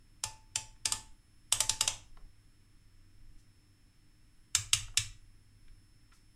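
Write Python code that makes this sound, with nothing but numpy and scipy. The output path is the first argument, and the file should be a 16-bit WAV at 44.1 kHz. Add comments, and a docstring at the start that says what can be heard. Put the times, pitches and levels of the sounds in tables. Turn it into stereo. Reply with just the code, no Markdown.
"""Rotary switches on an oscilloscope.

Two detented switches on a metal front panel are turned step by step, one after the other.
At each step a sprung detent snaps home: the switch cracks, the case rings and thuds on the bench,
a deep rumble follows and a small room answers. Fingers knock and brush on the controls.
Under it lie room air, mains hum and the thin whine of running electronics."""
import sys
import numpy as np
from scipy import signal
from scipy.fft import rfft, irfft
from scipy.io import wavfile

SR = 44100
rng = np.random.default_rng(int(sys.argv[2]) if len(sys.argv) > 2 else 0)


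def store_wav(level_fs):
    """Save 16-bit WAV to argv[1]."""
    pcm = np.round(np.clip(np.atleast_2d(level_fs), -1, 1) * 32767)
    wavfile.write(sys.argv[1], SR, pcm.T.astype(np.int16))


N = 280035

# Detent steps: (time [s], relative level [dB], body below 1400 Hz [dB], ping at 2850 Hz [dB],
# edge above 10 kHz [dB])
SWEEP_STEPS = [(0.2381, -17, -1.5, 2, -1), (0.5579, -14.5, -1, 3, -1.5), (0.856, -12, -1, -1.5, -1.5),
               (0.9217, -14.5, 1.5, 0.5, 3.5), (1.5245, -9, -0.5, 1.5, 2.5),
               (1.6043, -10.5, -1.5, -10, 2.5), (1.6947, -11.5, 1, -1.5, 0), (1.8091, -12, 0, 0.5, 1),
               (1.8770, -10.5, -1, 0.5, -5.5)]
RANGE_STEPS = [(4.5498, -8, -0.5, -1.5, 1), (4.7316, -7.5, -3, 5, 0.89), (4.973, -8, -9.5, -0.5, -0.73)]


def gain_of(db):
    """Decibels to amplitude factor."""
    return 10 ** (np.asarray(db) / 20)


def curve_at(points, hz):
    """Interpolates (frequency [Hz], value) points on a log axis."""
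    point_hz, value = np.transpose(points)
    return np.interp(np.log(hz + 1), np.log(point_hz + 1), value)


def unit_energy(x):
    """Scales each channel to energy 1."""
    return x / np.sqrt(np.sum(x ** 2, -1, keepdims=True) + 1e-20)


def decay(t, t60_s):
    """Falls 60 dB in t60_s."""
    return np.exp(-np.log(1000) * t / np.maximum(t60_s, 1e-3))


def add(mix, start_s, sound):
    """Mixes a stereo sound in at start_s."""
    part = mix[:, round(start_s * SR):][:, :sound.shape[1]]
    part += sound[:, :part.shape[1]]


def coloured(x, db_at, size=4096):
    """Minimum-phase filter with gain db_at(hz); attacks stay sharp."""
    hz = abs(np.fft.fftfreq(size, 1 / SR))
    log_gain = np.log(gain_of(db_at(hz)))
    response = np.exp(np.conj(signal.hilbert(log_gain)))
    taps = np.fft.ifft(response).real[:size // 2]
    return signal.fftconvolve(x, taps[None], axes=1)[:, :x.shape[1]]


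def noise_pair(size, correlation):
    """Partly correlated stereo white noise."""
    left, other = rng.standard_normal((2, size))
    return np.array([left, correlation * left + np.sqrt(1 - correlation ** 2) * other])


def ring(t, hz, db, t60_s, spread_rad, scatter_db):
    """Decaying modes; each blow shares its force among them differently."""
    count = len(hz)
    phase = 2 * np.pi * rng.random((count, 1)) + spread_rad * rng.standard_normal((2, count, 1))
    amplitude = gain_of(db + scatter_db * rng.standard_normal(count))[:, None]
    return (amplitude * decay(t, t60_s[:, None]) * np.sin(2 * np.pi * hz[:, None] * t + phase)).sum(1)


def room_air(rms_db=-67.7):
    """Low rumble and faint hiss of the room."""
    # Air spectrum: (frequency [Hz], relative density [dB])
    density = [(20, -20), (60, -14), (110, -11), (160, -18), (300, -20), (420, -32), (650, -37.5),
               (1900, -31), (4500, -40.5), (6200, -41.5), (8000, -39), (12000, -46.5), (16000, -46)]
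    # Left-right likeness: (frequency [Hz], correlation [0..1])
    likeness = [(60, 1), (180, 0.56), (550, 0.52), (1650, 0.4), (4970, 1), (15000, 0.16)]
    hz = np.fft.rfftfreq(N, 1 / SR)
    left, other = rfft(rng.standard_normal((2, N)))
    correlation = np.clip(curve_at(likeness, hz), -1, 1)
    right = correlation * left + np.sqrt(1 - correlation ** 2) * other
    spectrum = np.array([left, right]) * gain_of(curve_at(density, hz))
    return gain_of(rms_db) * np.sqrt(N) * unit_energy(irfft(spectrum, N))


def hum(knots=24, waver_db=1.93):
    """Mains hum and electronic whine, wavering in pitch and level."""
    # Tones: (frequency [Hz], rms level [dB], wander [Hz], right-channel lag [rad])
    tones = [(101.6, -69, 4.2, .1), (303, -82.5, 0.28, .3), (5314, -78, 2.5, 0.93), (10644, -82, 5.8, 0.51)]
    out = np.zeros((2, N))
    position = np.linspace(0, knots - 1, N)
    for hz, db, wander_hz, lag_rad in tones:
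        drift, swell = (np.interp(position, np.arange(knots), v) for v in rng.standard_normal((2, knots)))
        phase = 2 * np.pi * np.cumsum(hz + wander_hz * drift) / SR
        out += gain_of(db + waver_db * swell) * np.sqrt(2) * np.sin([phase, phase - lag_rad])
    return out


def rumble(rest_db=-62.5, shake_db=-40, shake_peak_s=0.082, swell_s=0.15):
    """Deep mono rumble; swells after each step and briefly at four other moments."""
    # Rumble spectrum: (frequency [Hz], relative density [dB])
    density = [(8, -2), (22, 1.5), (40, -4.5), (60, -18.5), (120, -24.5), (300, -55.5), (1000, -89)]
    # Extra swells: (time [s], rms level at the top [dB])
    swells = [(1.0, -49), (2.25, -50.5), (3.27, -50.5), (5.698, -51.5)]
    t = np.arange(N) / SR
    power = np.full(N, gain_of(rest_db) ** 2)
    for step_s, db, *_ in SWEEP_STEPS + RANGE_STEPS:
        age = np.maximum(t - step_s, 0) / shake_peak_s
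        power += (gain_of(db + shake_db) * age * np.exp(1 - age)) ** 2
    for peak_s, db in swells:
        power += gain_of(db) ** 2 * np.exp(-(2 * (t - peak_s) / swell_s) ** 2)
    shape = gain_of(curve_at(density, np.fft.rfftfreq(N, 1 / SR)))
    noise = irfft(rfft(rng.standard_normal(N)) * shape, N)
    return np.sqrt(power * N) * unit_energy(noise)


def room_reverb(x, build_s=0.0036):
    """Diffuse tail; sound leaving the panel to either side takes its own paths."""
    # Room decay: (frequency [Hz], t60 [s])
    decay_times = [(200, .42), (800, .37), (2500, .32), (7000, .29), (14000, .25)]
    # Tail colour: (frequency [Hz], level [dB])
    levels = [(200, 4), (800, -3.5), (1400, -5.5), (2500, -3.5), (5000, -6), (9000, -6.5), (14000, -12)]
    out = np.zeros((2, N))
    for side in x:
        hz, t, noise = signal.stft(noise_pair(SR * 3 // 4, correlation=0.3), SR, nperseg=256)
        envelope = decay(t, curve_at(decay_times, hz)[:, None]) * (1 - np.exp(-(t / build_s) ** 2))
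        envelope = unit_energy(envelope) * gain_of(curve_at(levels, hz))[:, None]
        tail = signal.istft(noise * envelope, SR, nperseg=256)[1] / np.sqrt(128)
        out += signal.fftconvolve(side[None], tail, axes=1)[:, :N]
    return out


def near_echoes(x, left_s=0.0029, left_db=-5, right_s=0.0043, right_db=-10):
    """Early reflections off the bench top and the hand."""
    out = x.copy()
    add(out, left_s, x * gain_of(left_db) * np.array([[1], [0]]))
    add(out, right_s, x * gain_of(right_db) * np.array([[0], [1]]))
    return out


def mic_ports(x):
    """Two ports face the panel differently; each colours the direct sound."""
    # Port responses, left then right: (frequency [Hz], gain [dB])
    ports = [
        [(500, -2.5), (1200, 5), (1900, 2.5), (3500, -0.5), (6000, 5.5), (9000, -2), (11500, -8.5),
         (15000, -9.5)],
        [(500, -5.5), (1000, 2), (1900, 2.5), (3500, 11.5), (6000, 2), (9000, 8), (11500, 6.5), (15000, -2.5)],
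    ]
    return np.vstack([coloured(side[None], lambda f: curve_at(port, f)) for side, port in zip(x, ports)])


def finger_touches():
    """Soft knocks and brushes on knobs and panel."""
    # Touches: (time [s], relative level [dB], band centre [Hz], t60 [s])
    touches = [(0.761, -72, 1400, 0.023), (2.17, -57, 900, 0.021), (3.379, -68, 6600, 0.17),
               (4.881, -58, 990, 0.014), (4.940, -61, 897, 0.033), (5.681, -67.5, 2300, 0.017),
               (6.117, -61, 1510, 0.075), (6.125, -63, 6750, 0.23)]
    out = np.zeros((2, N))
    t = np.arange(SR // 4) / SR
    for start_s, db, hz, t60_s in touches:
        burst = noise_pair(len(t), correlation=0.51) * decay(t, t60_s) * (1 - decay(t, t60_s / 2))
        knock = coloured(burst, lambda f: -34 * np.log10(1 + np.log2((f + 40) / hz) ** 2))
        add(out, start_s, gain_of(db + 23) * unit_energy(knock))
    return out


def bench_thud(t, rise_s=0.017):
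    """The whole instrument rocks on the bench."""
    # Rocking modes: (frequency [Hz], relative level [dB], t60 [s])
    modes = [(35, -12.5, 0.77), (83.8, -1, 0.22), (100.2, -2.5, 0.44), (113.63, -5.5, 0.46),
             (158, -14, 0.17)]
    rocking = ring(t, *np.transpose(modes), spread_rad=0.03, scatter_db=-1.0)
    return rocking * (1 - np.exp(-(t / rise_s) ** 2))


def case_ring(t, modes, step_db, free_db=-17.5, halving_db=11, rise_s=0.0023):
    """Sheet metal rings; a harder step means a firmer grip and a shorter decay."""
    hz, db, free_t60_s = np.transpose(modes)
    t60_s = free_t60_s * 0.5 ** ((step_db - free_db) / halving_db)
    return ring(t, hz, db, t60_s, spread_rad=0.16, scatter_db=4.5) * (1 - np.exp(-t / rise_s))


def detent_slide(colour, length_s=0.008, swell_s=0.002):
    """The detent scrapes ever faster down the flank of its notch."""
    t = np.arange(round(length_s * SR)) / SR
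    scrape = coloured(noise_pair(len(t), correlation=0.6), lambda f: curve_at(colour, f))
    return unit_energy(scrape * np.exp(t / swell_s))


def detent_snap(t, colour, metal, t60_s, metal_db, impact_db, rise_s=0.00093, impact_s=0.0018):
    """The detent lands: first contact, a dense rattle and a short ring of metal parts."""
    grain = np.tanh(noise_pair(len(t), correlation=0.33))
    force = decay(t, t60_s) + gain_of(impact_db) * np.exp(-(t / impact_s) ** 2)
    crack = unit_energy(coloured(grain * force, lambda f: curve_at(colour, f)))
    hz, width_hz, db = np.transpose(metal)
    metal_t60_s = np.log(1000) / np.pi / (width_hz + 30)  # finger damping adds 30 Hz
    tone = ring(t, hz, db, metal_t60_s, spread_rad=1.09, scatter_db=-0.5)
    return (crack + gain_of(metal_db) * unit_energy(tone)) * (1 - np.exp(-t / rise_s))


def turn_switch(steps, colour, metal, case, crack_db, crack_t60_s, impact_db, metal_db,
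                slide_db, case_db, thud_db, pan_db=-1.5):
    """Slide, snap, ring and thud at each step; returns (cracks, ringing of case and bench)."""
    cracks, rings = np.zeros((2, 2, N))
    t = np.arange(SR * 3 // 4) / SR
    pan = gain_of([[pan_db / 2], [-pan_db / 2]])
    for step_s, db, body_db, ping_db, edge_db in steps:
        gain = gain_of(db + crack_db) * pan
        scrape = gain_of(slide_db) * detent_slide(colour)
        add(cracks, step_s - scrape.shape[1] / SR, gain * scrape)
        tilt = [(1400, body_db), (2200, 0), (2850, ping_db), (3600, 0), (6000, 0), (10000, edge_db)]
        snap = detent_snap(t, colour, metal, crack_t60_s, metal_db, impact_db)
        add(cracks, step_s, gain * coloured(snap, lambda f: curve_at(tilt, f)))
        add(rings, step_s, gain_of(case_db) * case_ring(t, case, db))
        add(rings, step_s, gain_of(thud_db) * bench_thud(t))
    return cracks, rings


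def range_switch():
    """Three detent steps with a heavier thud."""
    # Crack spectrum: (frequency [Hz], relative density [dB])
    colour = [(120, -68.5), (200, -20), (558, -25.5), (1230, -5.5), (1530, -8.5), (2170, -7), (2750, -3),
              (3190, -6), (3830, -2), (4200, -8), (7410, 2), (9060, -7.5), (13300, -20), (15100, -17),
              (16000, -47)]
    # Spring, shaft and wafer modes: (frequency [Hz], free width [Hz], relative level [dB])
    metal = [(2901, 49, 6), (3000, 62, -2), (3470, 160, -24), (4810, 200, 5.5), (5290, 24, 9.5),
             (6200, 150, -9.5), (6680, 44, -13.5), (6860, 130, 1.5), (7410, 370, 3.5), (8300, 130, -9),
             (8900, 180, 13), (9440, 59, -8.5), (11700, 56.7, -8), (10400, 150, -7)]
    # Case modes: (frequency [Hz], relative level [dB], free t60 [s])
    case = [(970, -43, 0.26), (1328, -37.5, 0.092), (1765, -12.5, 0.12), (1930, -34.5, 1),
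            (2470, -39.5, 0.23), (2565, -25.5, 0.22), (2960, -24.5, 0.17), (4170, -37.5, .2)]
    return turn_switch(RANGE_STEPS, colour, metal, case, crack_db=12.5, crack_t60_s=0.036,
                       impact_db=-3, metal_db=-11, slide_db=-31.5, case_db=-25.5, thud_db=-36.0)


def sweep_switch():
    """Nine detent steps with a sharp first contact."""
    # Crack spectrum: (frequency [Hz], relative density [dB])
    colour = [(120, -49), (200, -23.5), (456, -23), (623, -16), (1230, -13.5), (2210, -14.5), (3020, -7.5),
              (3760, -8.5), (4120, -13.5), (5040, -6), (6880, -6), (7540, -3.5), (11100, -15.5),
              (15100, -31.5), (16000, -46.5)]
    # Spring, shaft and wafer modes: (frequency [Hz], free width [Hz], relative level [dB])
    metal = [(3190, 360, 5), (4070, 340, -3), (5470, 110, 0), (5320, 23, -6), (5710, 12, -3),
             (6520, 66, 1.5), (6920, 290, -6.5), (7390, 100, 11.5), (7360, 45, -5.5), (8050, 41, -3.5),
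             (8540, 170, -8), (9300, 73, -7.5), (9600, 170, -4), (9560, 35, -2)]
    # Case modes: (frequency [Hz], relative level [dB], free t60 [s])
    case = [(181, -36, 0.12), (252.5, -36, 0.084), (432, -43.5, 0.05), (553, -41, .15), (607, -32.5, 0.12),
            (877, -25, 0.45), (1230, -29.5, 0.13), (1762, -31.5, 0.3), (2540, -33.5, 0.4),
            (2745, -36.5, 0.32)]
    return turn_switch(SWEEP_STEPS, colour, metal, case, crack_db=14.5, crack_t60_s=0.029,
                       impact_db=3.5, metal_db=-13.5, slide_db=-21, case_db=-18.5, thud_db=-44.5)


def scene():
    """Sweep switch, then range switch, over air, hum and rumble."""
    sweep_cracks, sweep_rings = sweep_switch()
    range_cracks, range_rings = range_switch()
    direct = sweep_cracks + range_cracks + finger_touches()
    clicks = mic_ports(near_echoes(direct)) + room_reverb(direct)
    return clicks + sweep_rings + range_rings + room_air() + hum() + rumble()


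def record(dry):
    """Low-pass band limit."""
    edge_hz = 15900
    taps = signal.firwin(255, edge_hz, window=("kaiser", 8), fs=SR)
    return signal.oaconvolve(dry, taps[None], "same")


dry = scene()
out = record(dry)
store_wav(out)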